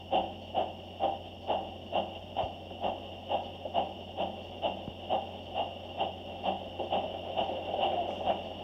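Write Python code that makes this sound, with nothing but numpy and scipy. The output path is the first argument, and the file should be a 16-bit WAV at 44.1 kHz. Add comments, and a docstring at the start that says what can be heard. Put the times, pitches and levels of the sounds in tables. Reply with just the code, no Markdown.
"""A country station, close to the track; the microphone sits in the housing of a fixed camera.
Two steam locomotives haul a train slowly in from a distance. Their exhaust blasts up the chimney about
twice a second and echoes off the buildings; steam spurts and a valve sniffs. Wheels rumble, rods clank
and metal groans once as the engines come alongside. The housing makes exhaust, wheels and clanks boxy
and nasal; underneath lie a low hum, a soft rumble, a faint hiss and two soft pops."""
import sys
import numpy as np
from scipy import signal
from scipy.fft import rfft, irfft, next_fast_len
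from scipy.io import wavfile

SR = 44100
rng = np.random.default_rng(int(sys.argv[2]) if len(sys.argv) > 2 else 0)


def digitize_waveform(pressure):
    """Quantize a signal to 16-bit integers and store it at the path in sys.argv[1].

    Rows of a 2-D input are taken as channels; values are limited to [-1, 1].
    """
    field = np.atleast_2d(pressure).T
    bounded = np.clip(field, -1, 1)
    quanta = np.round(bounded * 32767).astype(np.int16)
    wavfile.write(sys.argv[1], SR, quanta)


N = 380583
TIME = np.arange(N) / SR

# the housing round the microphone passes two broad humps: f/Hz, level/dB
HOUSING_HUMPS = [(30, -47.5), (120, -39), (190, -14.5), (450, -16), (540, -4.5), (800, -2), (900, -14),
                 (1300, -33), (2480, -41), (2770, -17), (3250, -26), (3620, -34), (3920, -54), (9000, -84)]
# its narrow cavity peaks and dips: f/Hz, width/Hz, level/dB
HOUSING_CAVITY = [(191, 9.3, 2), (293.2, 18, -11), (350.5, 56, 4), (414, 40, 2.5), (497.6, 17.6, -13.5),
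                  (519.5, 16, 2), (773, 22, 3.5), (885, 19, -6.5), (931, 21, 3), (1032.4, 28, -7),
                  (1051, 23, 4), (1111, 20, -6), (1184, 35, -9.5), (1210, 32, 5.5), (1860, 73, 3),
                  (2330, 14, 10), (2384, 50, 6.5), (2820, 28, 5), (2842, 59, -2.5), (2908, 59, 4.5),
                  (3344, 62, -15.5)]
# spectra of the sources, shape only: f/Hz, level/dB
RUMBLE_COLOUR = [(15, -45.5), (30, -16), (42, -1.5), (51, 5.5), (60, -1), (80, 0), (110, -12), (140, -0.5),
                 (220, -24), (600, -70)]
HISS_COLOUR = [(3000, -8.5), (4000, -7.5), (4480, 15), (4950, 6.5), (5170, 11), (5290, 19), (5580, 17),
               (5700, 9.5), (6600, 2.5), (8000, 1), (10500, -3), (12000, 0), (14800, -1), (15600, -1)]
WHEEL_COLOUR = [(120, -9.5), (250, 3.5), (400, 9.5), (560, 5.5), (780, 1), (1050, 4.5), (1500, 5.5),
                (2200, 11), (2800, 11.5), (3600, 16)]
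TRACK_COLOUR = [(50, 3.5), (190, 2), (260, 1), (380, -7.5), (600, -27.5), (1200, -44.5)]
EXHAUST_COLOUR = [(100, -6), (200, -6), (350, 1.5), (480, 0), (775, 1.5), (1500, 0), (2800, 0.5), (3300, 2),
                  (3700, 2), (4100, -11.5)]
LEAK_COLOUR = [(2500, -35), (4200, -6.5), (5600, 4), (7000, -7.5), (8500, -11.5), (12000, -24.5),
               (16000, -24)]
SNIFF_COLOUR = [(3600, -36.5), (4300, -2.5), (4550, 1), (5000, -12), (5600, -6.5), (7000, -23.5),
                (12000, -42)]
DULL_IRON_COLOUR = [(100, -5.5), (400, 9), (600, 7.5), (800, 2.5), (1600, -9), (2800, -1), (4000, 4.5)]
HARD_IRON_COLOUR = [(600, -26.5), (1100, -5.5), (1400, 0), (1850, -3.5), (2400, 5.5), (2750, -22),
                    (4000, -22.5)]
# exhaust beats: t/s at full blast, relative level/dB, rasp/dB, hollow resonance f/Hz
BEATS = [(0.14, -24.5, 2, 770), (0.573, -26, 0, 705), (1.031, -26, -2.5, 710), (1.503, -24.5, -.5, 740),
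         (1.953, -26, 2, 704), (2.385, -28, 2.5, 715), (2.846, -26, -1, 680), (3.317, -27, 2.5, 840),
         (3.766, -26, 1.3, 794), (4.198, -28, 4, 667), (4.649, -28.5, 6, 670), (5.122, -27, 2.5, 777),
         (5.576, -28.5, 3.5, 695), (6.002, -27.5, 4, 663), (6.463, -26.5, 3.5, 647),
         (6.937, -25.5, 3.5, 700), (7.386, -27, 4.5, 680), (7.829, -26, 5.3, 710), (8.273, -26.5, 3.5, 655)]
# lone spurts of leaking steam: t/s, level/dB, decay/s
SPURTS = [(6.82, -73, .05), (8.072, -66, .18)]
# the station's echo: f/Hz, t/s to fall by 60 dB
STATION_T60 = [(150, 0.85), (700, 0.41), (3000, 0.58), (8000, 0.1)]
# soft pops: t/s, level/dB, starting f/Hz, final f/Hz, fall/s, decay/s, tick level/dB
SOFT_POPS = [(2.432, -33.5, 198, 48, 0.0072, .007, -58), (4.8768, -30, 620, 60, 0.0032, 0.0044, -42)]
# blows of rods, couplings and wheels: t/s, level/dB, decay/s, hard ring/dB relative to the blow
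IRON_BLOWS = [(2.703, -34, 0.011, -19), (3.65, -30, 0.014, -29), (6.789, -27, 0.035, -39),
              (7.036, -30.5, 0.029, -37), (7.139, -34, 0.02, -12.5), (7.491, -27, .0096, -38),
              (7.736, -29, 0.031, -29), (7.783, -26.5, 0.018, -31), (7.916, -28.5, .04, -14.5),
              (8.085, -25, .012, -35), (8.104, -32, 0.0032, -1.5), (8.206, -25.5, 0.0066, -32),
              (8.298, -30, 0.025, -6.5)]

PASS_S, PASS_HALF_WIDTH_S = 7.84, .4  # the leading wheels pass the microphone
# the beats get shorter, harder and boomier as the engines near: (far off, close by)
CLOSING_S, BITE_DB, BOOM_DB = (.042, .026), (-1, 2.5), (-22, -16)


def gain_of(db):
    """Decibels to amplitude."""
    return 10 ** (np.asarray(db) / 20)


def unit_rms(x):
    """Scales to rms 1."""
    return x / np.sqrt(np.mean(x ** 2) + 1e-20)


def curve_at(points, hz):
    """Reads a curve on a log-frequency axis."""
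    f, value = np.transpose(points)
    return np.interp(np.log(hz + 1), np.log(f), value)


def housing_db(hz):
    """What reaches the microphone inside the housing: broad humps, narrow cavity peaks and dips."""
    cavity = sum(db * np.exp2(-(2 * (hz - f) / width) ** 2) for f, width, db in HOUSING_CAVITY)
    return curve_at(HOUSING_HUMPS, hz) + cavity


def coloured(x, colour, housed=True, size=8192):
    """Causal filter of unit energy: the source's colour and, if housed, that of the housing."""
    hz = abs(np.fft.fftfreq(size, 1 / SR))
    log_gain = np.log(gain_of(curve_at(colour, hz) + (housing_db(hz) if housed else 0)))
    minimum_phase = np.exp(np.conj(signal.hilbert(log_gain)))
    ring = np.fft.ifft(minimum_phase).real[:size // 2]
    return signal.oaconvolve(x, ring / np.linalg.norm(ring))[:N]


def wander(rate_hz):
    """Smooth random motion of rms 1."""
    size = next_fast_len(N)
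    hz = np.fft.rfftfreq(size, 1 / SR)
    spectrum = rfft(rng.standard_normal(size)) * np.exp(-(hz / rate_hz) ** 2)
    return unit_rms(irfft(spectrum, size)[:N])


def turbulence(rate_hz, depth_db):
    """Noise that comes in small random gusts."""
    return unit_rms(rng.standard_normal(N) * gain_of(depth_db * wander(rate_hz)))


def treble(x, edge_hz=2200):
    """The part of a sound above the edge, where the housing's upper hump lies."""
    size = next_fast_len(N)
    hz = np.fft.rfftfreq(size, 1 / SR)
    return irfft(rfft(x, size) * hz ** 8 / (hz ** 8 + edge_hz ** 8), size)[:N]


def resonate(x, hz, width_hz):
    """One resonance of gain 1."""
    return signal.lfilter(*signal.iirpeak(hz, hz / width_hz, SR), x)


def bursts(rows, rise_s):
    """Envelope of events (t/s, level/dB, decay/s) that rise quickly and die away."""
    power = np.zeros(N)
    for s, db, decay in rows:
        start = round(s * SR)
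        t = TIME[:N - start][:SR]
        power[start:start + SR] += (gain_of(db) * (1 - np.exp(-t / rise_s)) * np.exp(-t / decay)) ** 2
    return np.sqrt(power)


def approach(far_and_near, s):
    """Moves a setting from its distant value to its close one as the engines draw up."""
    return np.interp(s, (0, PASS_S), far_and_near)


def closeness(s):
    """Inverse distance from the leading wheels to the microphone: 1 as they pass."""
    return 1 / np.hypot(1, (s - PASS_S) / PASS_HALF_WIDTH_S)


def background(hum_hz=90.16):
    """The bed under the train: a steady low hum, a soft rumble and a slightly grainy hiss."""
    hum = gain_of(-52) * np.sqrt(2) * np.sin(2 * np.pi * (hum_hz * TIME + rng.random()))
    rumble = gain_of(-60) * coloured(rng.standard_normal(N), RUMBLE_COLOUR, housed=False)
    hiss = gain_of(-71) * coloured(turbulence(1500, depth_db=1.5), HISS_COLOUR, housed=False)
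    return hum + rumble + hiss


def rolling(bright_db, rattles_per_s=45):
    """Gusty noise of wheels on rails, with small rattles."""
    rattles = (rng.random(N) < rattles_per_s / SR) * np.sign(rng.standard_normal(N))
    roll = turbulence(18, depth_db=1.23)
    return roll + gain_of(-13.5) * unit_rms(rattles) + (gain_of(bright_db) - 1) * treble(roll)


def wheels(rise_db_per_s=.3768):
    """The train rolls steadily closer; the leading wheels swell past and the track's drone lifts."""
    train = gain_of(-48 + rise_db_per_s * TIME) * rolling(bright_db=.63)
    leading = gain_of(-38.5) * closeness(TIME) * rolling(bright_db=-5)
    drone = rng.standard_normal(N) * gain_of(-52.5 + 3.9 * closeness(TIME))
    return coloured(train + leading, WHEEL_COLOUR) + coloured(drone, TRACK_COLOUR)


def steam_jet(eddy_share=.43, eddies_per_s=240):
    """Rushing steam, from which large eddies break off as irregular sharp puffs."""
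    eddy_count = np.cumsum(eddies_per_s * np.exp(.45 * wander(200))) / SR
    eddies = np.diff(np.floor(eddy_count), prepend=0) * np.sign(rng.standard_normal(N))
    rush = turbulence(120, depth_db=1.13)
    return np.sqrt(1 - eddy_share) * rush + np.sqrt(eddy_share) * unit_rms(eddies)


def chimney(drive, hz=191.2, width_hz=10):
    """The air column of the chimney booms briefly under each blast."""
    t = TIME[:SR]
    column = np.exp(-np.pi * width_hz * t) * np.sin(2 * np.pi * hz * t)
    return signal.oaconvolve(drive, column / np.linalg.norm(column))[:N]


def exhaust(opening_s=.048, hold_s=.027, rasp_fade_db_per_s=55):
    """Each valve opening lets a blast up the chimney; it holds, then dies as the cylinder empties."""
    steam = steam_jet()
    rasp = treble(steam)
    bite = resonate(steam, 1150, width_hz=300)  # the hard middle of the blast
    blast, boom = np.zeros((2, N))
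    for s, db, rasp_db, hollow_hz in BEATS:
        span = slice(max(round((s - .1) * SR), 0), round((s + .5) * SR))
        t = TIME[span] - s
        swell = np.clip(1 + t / opening_s, 0, 1) ** 1.92  # the steam port uncovers faster and faster
        valve = gain_of(db) * swell * np.exp(-np.maximum(t - hold_s, 0) / approach(CLOSING_S, s))
        # raspiest while the pressure is high
        rasp_gain = gain_of(rasp_db - rasp_fade_db_per_s * np.clip(t - hold_s / 2, -hold_s, hold_s))
        bite_gain = gain_of(approach(BITE_DB, s))
        puff = valve * (steam[span] + (rasp_gain - 1) * rasp[span] + (bite_gain - 1) * bite[span])
        blast[span] += puff + .24 * resonate(puff, hollow_hz, width_hz=90)
        boom[span] += puff * gain_of(approach(BOOM_DB, s))
    return gain_of(-1.4) * coloured(blast, EXHAUST_COLOUR) + chimney(boom)


def steam_leaks(lag_s=.003, puff_db=(-72, -71), decay_s=.045):
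    """A little steam escapes with every beat, and in two lone spurts at close range."""
    puffs = [(s + lag_s, approach(puff_db, s), decay_s) for s, *_ in BEATS]
    envelope = bursts(SPURTS + puffs, rise_s=.012)
    return coloured(envelope * rng.standard_normal(N), LEAK_COLOUR, housed=False)


def station_echo(x, delay_s=.022, echoes_per_s=2000):
    """Walls and platforms scatter the sound back to the microphone; the top treble dies first."""
    taps = rng.choice([-1., 1.], SR) * (rng.random(SR) < echoes_per_s / SR) * (TIME[:SR] > delay_s)
    hz, t, spectra = signal.stft(taps, SR, nperseg=256)
    decay = gain_of(-60 * t / curve_at(STATION_T60, hz)[:, None])
    tail = signal.istft(spectra * decay, SR, nperseg=256)[1]
    return signal.oaconvolve(x, tail / np.linalg.norm(tail))[:N]


def valve_sniffs(first_s=.41, turn_s=1.002, back_lag_s=.42, decay_s=.06):
    """A valve sniffs once each turn of the wheels, and more faintly in between."""
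    main = [(s, -67, decay_s) for s in np.arange(first_s, TIME[-1], turn_s)]
    back = [(s, -72.5, decay_s) for s in np.arange(first_s + back_lag_s, TIME[-1], turn_s)]
    envelope = bursts(main + back, rise_s=.0079)
    return coloured(envelope * rng.standard_normal(N), SNIFF_COLOUR, housed=False)


def pops(tick_hz=900, tick_s=.00038):
    """Short dull pops that fall in pitch: a tiny tick first, the bass last."""
    out = np.zeros(N)
    for s, db, start_hz, end_hz, fall, decay, tick_db in SOFT_POPS:
        t = np.maximum(TIME - s, 0)
        turns = end_hz * t + (start_hz - end_hz) * fall * (1 - np.exp(-t / fall))
        out += gain_of(db) * t / decay * np.exp(1 - t / decay) * np.sin(2 * np.pi * turns)
        out += gain_of(tick_db) * t / tick_s * np.exp(1 - t / tick_s) * np.sin(2 * np.pi * tick_hz * t)
    return out


def knocks(per_s=10, passing_db=-36.5, spread_db=2, decay_s=.017, ring_db=-17):
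    """Rows of lesser blows: the running gear knocks at random, louder near the microphone."""
    times = TIME[rng.random(N) < per_s / SR]
    distance_db = .86 * 20 * np.log10(closeness(times))
    levels = passing_db + distance_db + spread_db * rng.standard_normal(len(times))
    return [(s, db, decay_s, ring_db) for s, db in zip(times, levels)]


def clanks():
    """Slack iron parts chatter briefly as they take up load; hard contacts add a higher ring."""
    chatter = turbulence(250, depth_db=1.1)
    blows = IRON_BLOWS + knocks()
    dull = bursts([(s, db, decay) for s, db, decay, _ in blows], rise_s=.00057)
    hard = bursts([(s, db + ring_db, decay) for s, db, decay, ring_db in blows], rise_s=.00077)
    return coloured(dull * chatter, DULL_IRON_COLOUR) + coloured(hard * chatter, HARD_IRON_COLOUR)


def groan(start_s=7.955, length_s=.093, start_hz=725, sag_hz_per_s=600):
    """Close by, rubbing metal holds one rough note that swells, sags and fades."""
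    t = np.clip(TIME - start_s, 0, length_s)
    hz = (start_hz - sag_hz_per_s * t) * (1 + .012 * wander(97))
    turns = np.cumsum(hz) / SR
    level = np.sin(np.pi * t / length_s) * gain_of(-30 + 1.4 * wander(80))
    return level * np.sqrt(2) * np.sin(2 * np.pi * turns)


def scene():
    """At the microphone, in mono: the train, its echo in the station, the background and the pops."""
    beats = exhaust()
    gear = clanks() + groan()
    echo = station_echo(gain_of(-15) * beats + gain_of(-18.5) * gear)
    train = beats + gear + echo + wheels() + steam_leaks() + valve_sniffs()
    return (train + background() + pops())[None]


def record(dry, ceiling_db=-8.5, edge_hz=15800):
    """The loudest peaks are gently rounded, then the highest treble is cut off."""
    ceiling = gain_of(ceiling_db)
    rounded = ceiling * np.tanh(dry / ceiling)
    lowpass = signal.firwin(511, edge_hz, window=("kaiser", 9), fs=SR)
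    return signal.oaconvolve(rounded, lowpass[None], "same")


dry = scene()
out = record(dry)
digitize_waveform(out)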